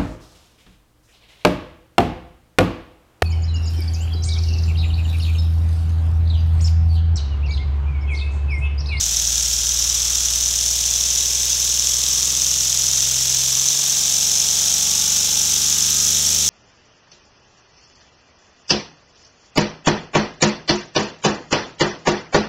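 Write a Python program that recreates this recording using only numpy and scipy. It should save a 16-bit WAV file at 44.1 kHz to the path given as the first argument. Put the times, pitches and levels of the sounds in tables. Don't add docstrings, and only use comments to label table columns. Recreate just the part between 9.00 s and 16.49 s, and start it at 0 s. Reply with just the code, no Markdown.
import sys
import numpy as np
from scipy import signal
from scipy.io import wavfile
from scipy.ndimage import uniform_filter1d

SR = 44100
rng = np.random.default_rng(int(sys.argv[2]) if len(sys.argv) > 2 else 0)


def unload_audio(sound):
    columns = np.transpose(np.atleast_2d(sound))
    steps = np.round(np.clip(columns, -1, 1) * 32767)
    wavfile.write(sys.argv[1], SR, steps.astype(np.int16))


def gain_from_db(level_db):
    decades = np.asarray(level_db, float) / 20
    return 10 ** decades


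N = 330309

# time in [s], speed in [turns per s].
CRANK_SPEED = [(0, 18.838), (0.9, 19.419), (1.5, 19.838), (2.1, 20.233), (2.7, 20.489), (3.0, 20.73),
               (3.9, 21.606), (4.5, 22.172), (4.8, 22.714), (5.1, 23.119), (5.4, 23.212), (5.7, 23.431),
               (6.3, 24.054), (7.49, 25.344)]
START_TURN, MID_SPEED = 0.022, 22

# level at MID_SPEED in [dB], rise in [dB per doubling].
AIR_LEVEL = (-17.5, 7.2)
# level at MID_SPEED in [dB], rise in [dB per doubling].
AIR_TREBLE = (-0.5, 2.7)
DULL_START_DB, DULL_START_S = -2, 0.035
# frequency in [Hz], level in [dB per Hz].
JET_COLOUR = [(1120, -58), (1900, -27.5), (2590, -19), (3560, -9.5), (4440, -13.5), (4890, -10),
              (5390, -2.5), (6050, 0.5), (7160, -5), (9670, -19), (11500, -19), (15700, -24)]
# crank angle in [turns], half width in [turns], centre in [Hz],
# level in [dB over the mean].
EXHAUST_PUFFS = [(.089, 0.056, 2000, -1), (.128, 0.044, 9100, 3), (.256, 0.057, 4170, 0.5),
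                 (.272, 0.065, 15300, 3.5), (.391, 0.017, 8400, -2), (.448, 0.078, 3290, -2.5),
                 (.473, 0.039, 11700, 0), (.612, .071, 2000, -0.7), (.613, 0.068, 13450, 0.8),
                 (.75, 0.058, 8600, -2), (.794, 0.021, 6410, 2), (.803, 0.085, 3800, -1.8),
                 (.814, 0.073, 14680, -5), (.93, 0.067, 12100, -2), (.962, 0.04, 2380, -2.1)]
PUFF_SPREAD_HZ, LEAK_DB = 4200, -1.5
# crank angle in [turns], centre in [Hz], level in [dB over the mean].
WHISTLING_PORTS = [(.047, 9000, 1), (.055, 15200, 1), (.223, 11950, 7), (.225, 5800, 9), (.31, 2300, -3),
                   (.373, 9000, 0), (.575, 6600, 6), (.575, 13260, -.4), (.125, 11900, 3),
                   (.653, 6600, 1.5), (.689, 7550, 6), (.785, 13500, 4.1)]
PORT_TURNS, PORT_SPREAD = 0.02, 0.064

# crank angle in [turns],
# ring in [Hz], # length in [cycles], level in [dB], angle spread in [turns].
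CRANK_TICKS = [
    (.225, 5950, 9, 6, .007),
    (.8, 6500, 7, 5.5, .007),
    (.575, 6500, 7, 3, .008),
    (.24, 3650, 8, -2, .014),
    (.8, 3200, 6, -3.5, .008),
    (.225, 11700, 16, -7, .008),
    (.12, 11600, 20, -10, .02),
    (.14, 1500, 3, -20, .003),
    (.79, 1900, 4, -20, .004),
]
TICK_FADE_DB = -5
# time in [s], level in [dB over the hiss].
HARD_SNAPS = [(0.0107, 12.2), (0.2219, 9.6), (0.5888, 9.7), (0.8992, 10.0), (1.0199, 10.9), (1.7112, 11.8),
              (1.9113, 10.6), (2.0102, 9.8), (2.208, 11.6), (2.3552, 9.5), (2.5028, 10.2), (2.796, 9.9),
              (2.872, 9.5), (3.1505, 9.3), (3.2296, 12.1), (3.2772, 10.4), (3.4197, 11.8), (3.4467, 10.0),
              (3.4669, 9.8), (3.7286, 10.8), (3.775, 9.3), (3.9143, 9.8), (4.0065, 9.8), (4.3463, 11.3),
              (4.687, 10.0), (5.3548, 10.1), (5.4018, 10.2), (5.7409, 9.1), (7.002, 9.5), (7.4797, 10.0)]

# crank angle in [turns], level in [dB].
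ROD_KNOCKS = [
    (.055, 1.5),
    (0.141, 5.5),
    (0.25, -19),
    (.33, 4.5),
    (0.421, -10.5),
    (.49, -0.5),
    (0.602, 0.5),
    (0.679, -6),
    (.78, 4),
    (0.918, -2),
]
# level at MID_SPEED in [dB], rise in [dB per doubling].
KNOCK_LEVEL = (-43.5, 5)
# frequency in [Hz], level in [dB per Hz].
BODY_COLOUR = [(150, -24.5), (230, -1.5), (330, -1.5), (410, -15.5), (500, -2.5), (850, 0.5), (1050, -2),
               (1250, -0.5), (1600, 1), (2100, -2.5), (2800, 0), (3600, 5), (4300, 3), (6000, -32)]

# frequency in [Hz], width in [Hz], level in [dB].
BOARD_RESONANCES = [(48.6, 2.9, 11), (56.8, 7.5, 6.5), (76.95, 2.6, 5.5), (97, 2.5, -6), (132.2, 5.6, -1.5),
                    (150.3, 8.6, -2.5), (189.2, 2.8, 0.7), (232, 12.8, 2.5), (245.4, 12.8, 8.5)]
# shaft order in [multiples of crank speed], level in [dB].
BOARD_DRIVE = [(2, -65.1), (3, -39.7), (4, -49.7), (5, -46.8), (6, -38.0), (7, -55.3), (8, -47.0),
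               (9, -50.4), (10, -58.9)]
# frequency in [Hz], width in [Hz], level in [dB].
FRAME_RESONANCES = [(273, 12, -10.5), (411, 22.4, -4.5), (445, 32, -6.5), (555.0, 9.9, 0.8),
                    (573, 15, -3.5), (631, 20, -4.5), (726, 17, -3.5), (852, 21, 4.3), (1137, 16, 3),
                    (1254, 19, 5.5), (1390, 27, 2), (1557, 31, 8)]
# shaft order in [multiples of crank speed], level in [dB].
FRAME_DRIVE = [(11, -50.5), (12, -51), (13, -45.5), (14, -49), (16, -47), (17, -50.5), (18, -54),
               (19, -49.5), (20, -52), (21, -50.5), (22, -54), (23, -55), (24, -56), (26, -57), (27, -54),
               (29, -59), (31, -51.5), (32, -51.5), (33, -57), (35, -54), (36, -57.5), (43, -56), (48, -57),
               (50, -58), (51, -56), (55, -60), (56, -58), (58, -60), (64, -60.5), (68, -59.5)]
NODE_HZ, NODE_WIDTH_HZ = 68, 1.27

# frequency in [Hz], level in [dB per Hz].
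ROOM_COLOUR = [(30, -2), (70, -12), (200, 0.5), (600, -2), (1500, -7), (3000, -20), (6000, -27)]
EDGE_HZ = 15785


def valves(turns):
    return gain_from_db(with_speed(*AIR_LEVEL)) * evened(puffing_air(turns) + crank_ticks(turns) + hard_snaps())


def puffing_air(turns):
    contrast_db, waver_db, slack_turns = 5.0, 1.1, 0.003
    count = int(turns[-1]) + 2
    jet = gritty_jet()
    hz, t, spectrum = signal.stft(jet, SR, nperseg=64, noverlap=48)
    crank_at = np.interp(t * SR, np.arange(N), turns)

    puffs = [(a, width, f, PUFF_SPREAD_HZ, db) for a, width, f, db in EXHAUST_PUFFS]
    ports = [(a, PORT_TURNS, f, PORT_SPREAD * f, db) for a, f, db in WHISTLING_PORTS]
    parts = [(a, 0.012, 2200 + 13000 * f, 550, -4.5 + 5.9 * g) for a, f, g in rng.random((60, 3))]

    swells, colours = [], []
    for angle, width, centre_hz, spread_hz, db in puffs + ports + parts:
        strong, late = np.clip(rng.standard_normal((2, count)), -2, 2)
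        turn = np.clip(np.round(crank_at - angle), 0, count - 1).astype(int)
        away = (crank_at - angle - turn - slack_turns * late[turn]) / width
        puff_power = gain_from_db(2 * (db + contrast_db + waver_db * strong[turn]))
        swells.append(np.exp(-away ** 2) * puff_power)
        colours.append(np.exp(-((hz - centre_hz) / spread_hz) ** 2))
    power = gain_from_db(2 * LEAK_DB) + np.transpose(colours) @ swells
    power /= power.mean(1, keepdims=True)

    starting = np.arange(N) < DULL_START_S * SR
    treble_db = with_speed(*AIR_TREBLE) + DULL_START_DB * starting
    power[hz > 8400] *= gain_from_db(2 * np.interp(t * SR, np.arange(N), treble_db))
    return signal.istft(spectrum * np.sqrt(power), SR, nperseg=64, noverlap=48)[1][:N]


def gritty_jet():
    grit_per_s, grit_db, spread_db = 2500, -9.0, 1.5
    sizes = gain_from_db(spread_db * np.minimum(rng.exponential(1, N), 3))
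    grit = sizes * rng.choice([-1., 1.], N) * (rng.random(N) < grit_per_s / SR)
    hiss = rng.standard_normal(N)
    return evened(coloured(hiss + gain_from_db(grit_db) * evened(grit), JET_COLOUR))


def crank_ticks(turns):
    spread_db = 1.8
    count = int(turns[-1]) + 2
    fading = gain_from_db(with_speed(0, TICK_FADE_DB))
    out = np.zeros(N)
    for angle, ring_hz, cycles, db, loose in CRANK_TICKS:
        late, strong = np.clip(rng.standard_normal((2, count)), -2, 2)
        pulses = once_a_turn(turns, angle + loose * late, gain_from_db(db + spread_db * strong))
        out += fading * ring(pulses, ring_hz, cycles)
    return out


def hard_snaps():
    s, db = np.transpose(HARD_SNAPS)
    pulses = np.zeros(N)
    pulses[(s * SR).astype(int)] = gain_from_db(db + 5.0)
    return ring(pulses, 6100, 8)


def knocks(turns):
    slack_turns, spread_db, drift_db, t60_s = 0.00079, 0.17, 2.0, 0.12
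    count = int(turns[-1]) + 2
    t = np.arange(6000) / SR
    out = np.zeros(N)
    for angle, db in ROD_KNOCKS:
        paths = rng.standard_normal((2, len(t))) * gain_from_db(-60 * t / t60_s)
        late, hard, slow, share = rng.standard_normal((4, count))
        late = evened(uniform_filter1d(late, size=3))
        slow = evened(uniform_filter1d(slow, size=30))
        share = evened(uniform_filter1d(share, size=30))
        sizes = gain_from_db(db + spread_db * hard + drift_db * slow)
        for path, part in zip(paths, (np.cos(0.73 * share), np.sin(0.78 * share))):
            blows = once_a_turn(turns, angle + slack_turns * late, sizes * part)
            out += signal.oaconvolve(blows, path)[:N]
    out = coloured(out, BODY_COLOUR)
    level = np.sqrt(uniform_filter1d(out ** 2, size=SR))
    return gain_from_db(with_speed(*KNOCK_LEVEL) + 6.0) * out / level


def hum(turns):
    board = shaft_orders(turns, BOARD_DRIVE, BOARD_RESONANCES, with_speed(0.1, -1.5), wobble_db=0.4)
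    frame = shaft_orders(turns, FRAME_DRIVE, FRAME_RESONANCES, with_speed(-0.6, 11.6), wobble_db=1.85)
    return board + frame


def shaft_orders(turns, orders, modes, level_db, wobble_db):
    step = 256
    speed = curve(CRANK_SPEED)[0][::step]
    out = np.zeros(N)
    for order, db in orders:
        hz = order * speed
        power = sum(gain_from_db(2 * top_db) / (1 + (2 * (hz - mode_hz) / width) ** 2)
                    for mode_hz, width, top_db in modes)
        from_node = (hz - NODE_HZ) ** 2
        power *= from_node / (from_node + NODE_WIDTH_HZ ** 2)
        wobble = uniform_filter1d(rng.standard_normal(len(hz)), size=20)
        wobble = evened(uniform_filter1d(wobble, size=12))
        gain = np.sqrt(2 * power) * gain_from_db(wobble_db * wobble)
        gain = np.interp(np.arange(N), np.arange(0, N, step), gain)
        out += gain_from_db(db) * gain * np.sin(2 * np.pi * (order * turns + rng.random()))
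    return out * gain_from_db(level_db)


def echoes(x):
    wet_db, t60_s = -13, 0.07
    t = np.arange(40, 3000) / SR
    taps = rng.standard_normal(len(t)) * (rng.random(len(t)) < 0.08) * gain_from_db(-60 * t / t60_s)
    both = np.r_[1, np.zeros(39), gain_from_db(wet_db) * taps / np.linalg.norm(taps)]
    return signal.oaconvolve(x, both / np.linalg.norm(both))[:N]


def room_wash():
    return gain_from_db(-57.0) * evened(coloured(rng.standard_normal(N), ROOM_COLOUR))


def crank():
    return START_TURN + np.cumsum(curve(CRANK_SPEED)[0]) / SR


def with_speed(mid_db, per_doubling_db):
    return mid_db + per_doubling_db * np.log2(curve(CRANK_SPEED)[0] / MID_SPEED)


def once_a_turn(turns, angle, sizes):
    at = np.interp(np.arange(len(sizes)) + angle, turns, np.arange(N), left=-99, right=-99)
    near = np.round(at).astype(int)[:, None] + np.arange(-8, 9)
    away = near - at[:, None]
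    pulse = np.sinc(away) * np.cos(np.pi * away / 18) ** 2
    out = np.zeros(N + 200)
    np.add.at(out, near + 150, sizes[:, None] * pulse)
    return out[150:N + 150]


def ring(pulses, hz, cycles):
    u = np.arange(0, 1, hz / cycles / SR)
    burst = np.sin(np.pi * u ** 0.77) ** 2 * np.sin(2 * np.pi * cycles * u)
    return signal.oaconvolve(pulses, burst, "same")


def coloured(x, points):
    f, db = np.transpose(points)
    hz = abs(np.fft.fftfreq(4096, 1 / SR))
    log_gain = np.interp(np.log(hz + 1), np.log(f + 1), np.maximum(db, -70)) * np.log(10) / 20
    taps = np.fft.ifft(np.exp(log_gain - 1j * signal.hilbert(log_gain).imag)).real[:2048]
    return signal.oaconvolve(x, taps / np.linalg.norm(taps))[:N]


def curve(rows):
    s, *columns = np.transpose(rows)
    return [np.interp(np.arange(N) / SR, s, c) for c in columns]


def evened(x):
    return x / np.sqrt(np.mean(x ** 2) + 1e-20)


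def scene():
    turns = crank()
    engine = echoes(valves(turns) + knocks(turns))
    return (engine + hum(turns) + room_wash())[None]


def band_limit(x):
    return signal.sosfilt(signal.butter(12, 16590, fs=SR, output="sos"), x)


def record(dry):
    rounded = 0.85 * np.tanh(dry / 0.85)
    low_pass = signal.firwin(1023, EDGE_HZ, window=("kaiser", 9), fs=SR)
    mix = signal.oaconvolve(rounded, low_pass[None], "same")
    return band_limit(mix)


dry = scene()
out = record(dry)
unload_audio(out)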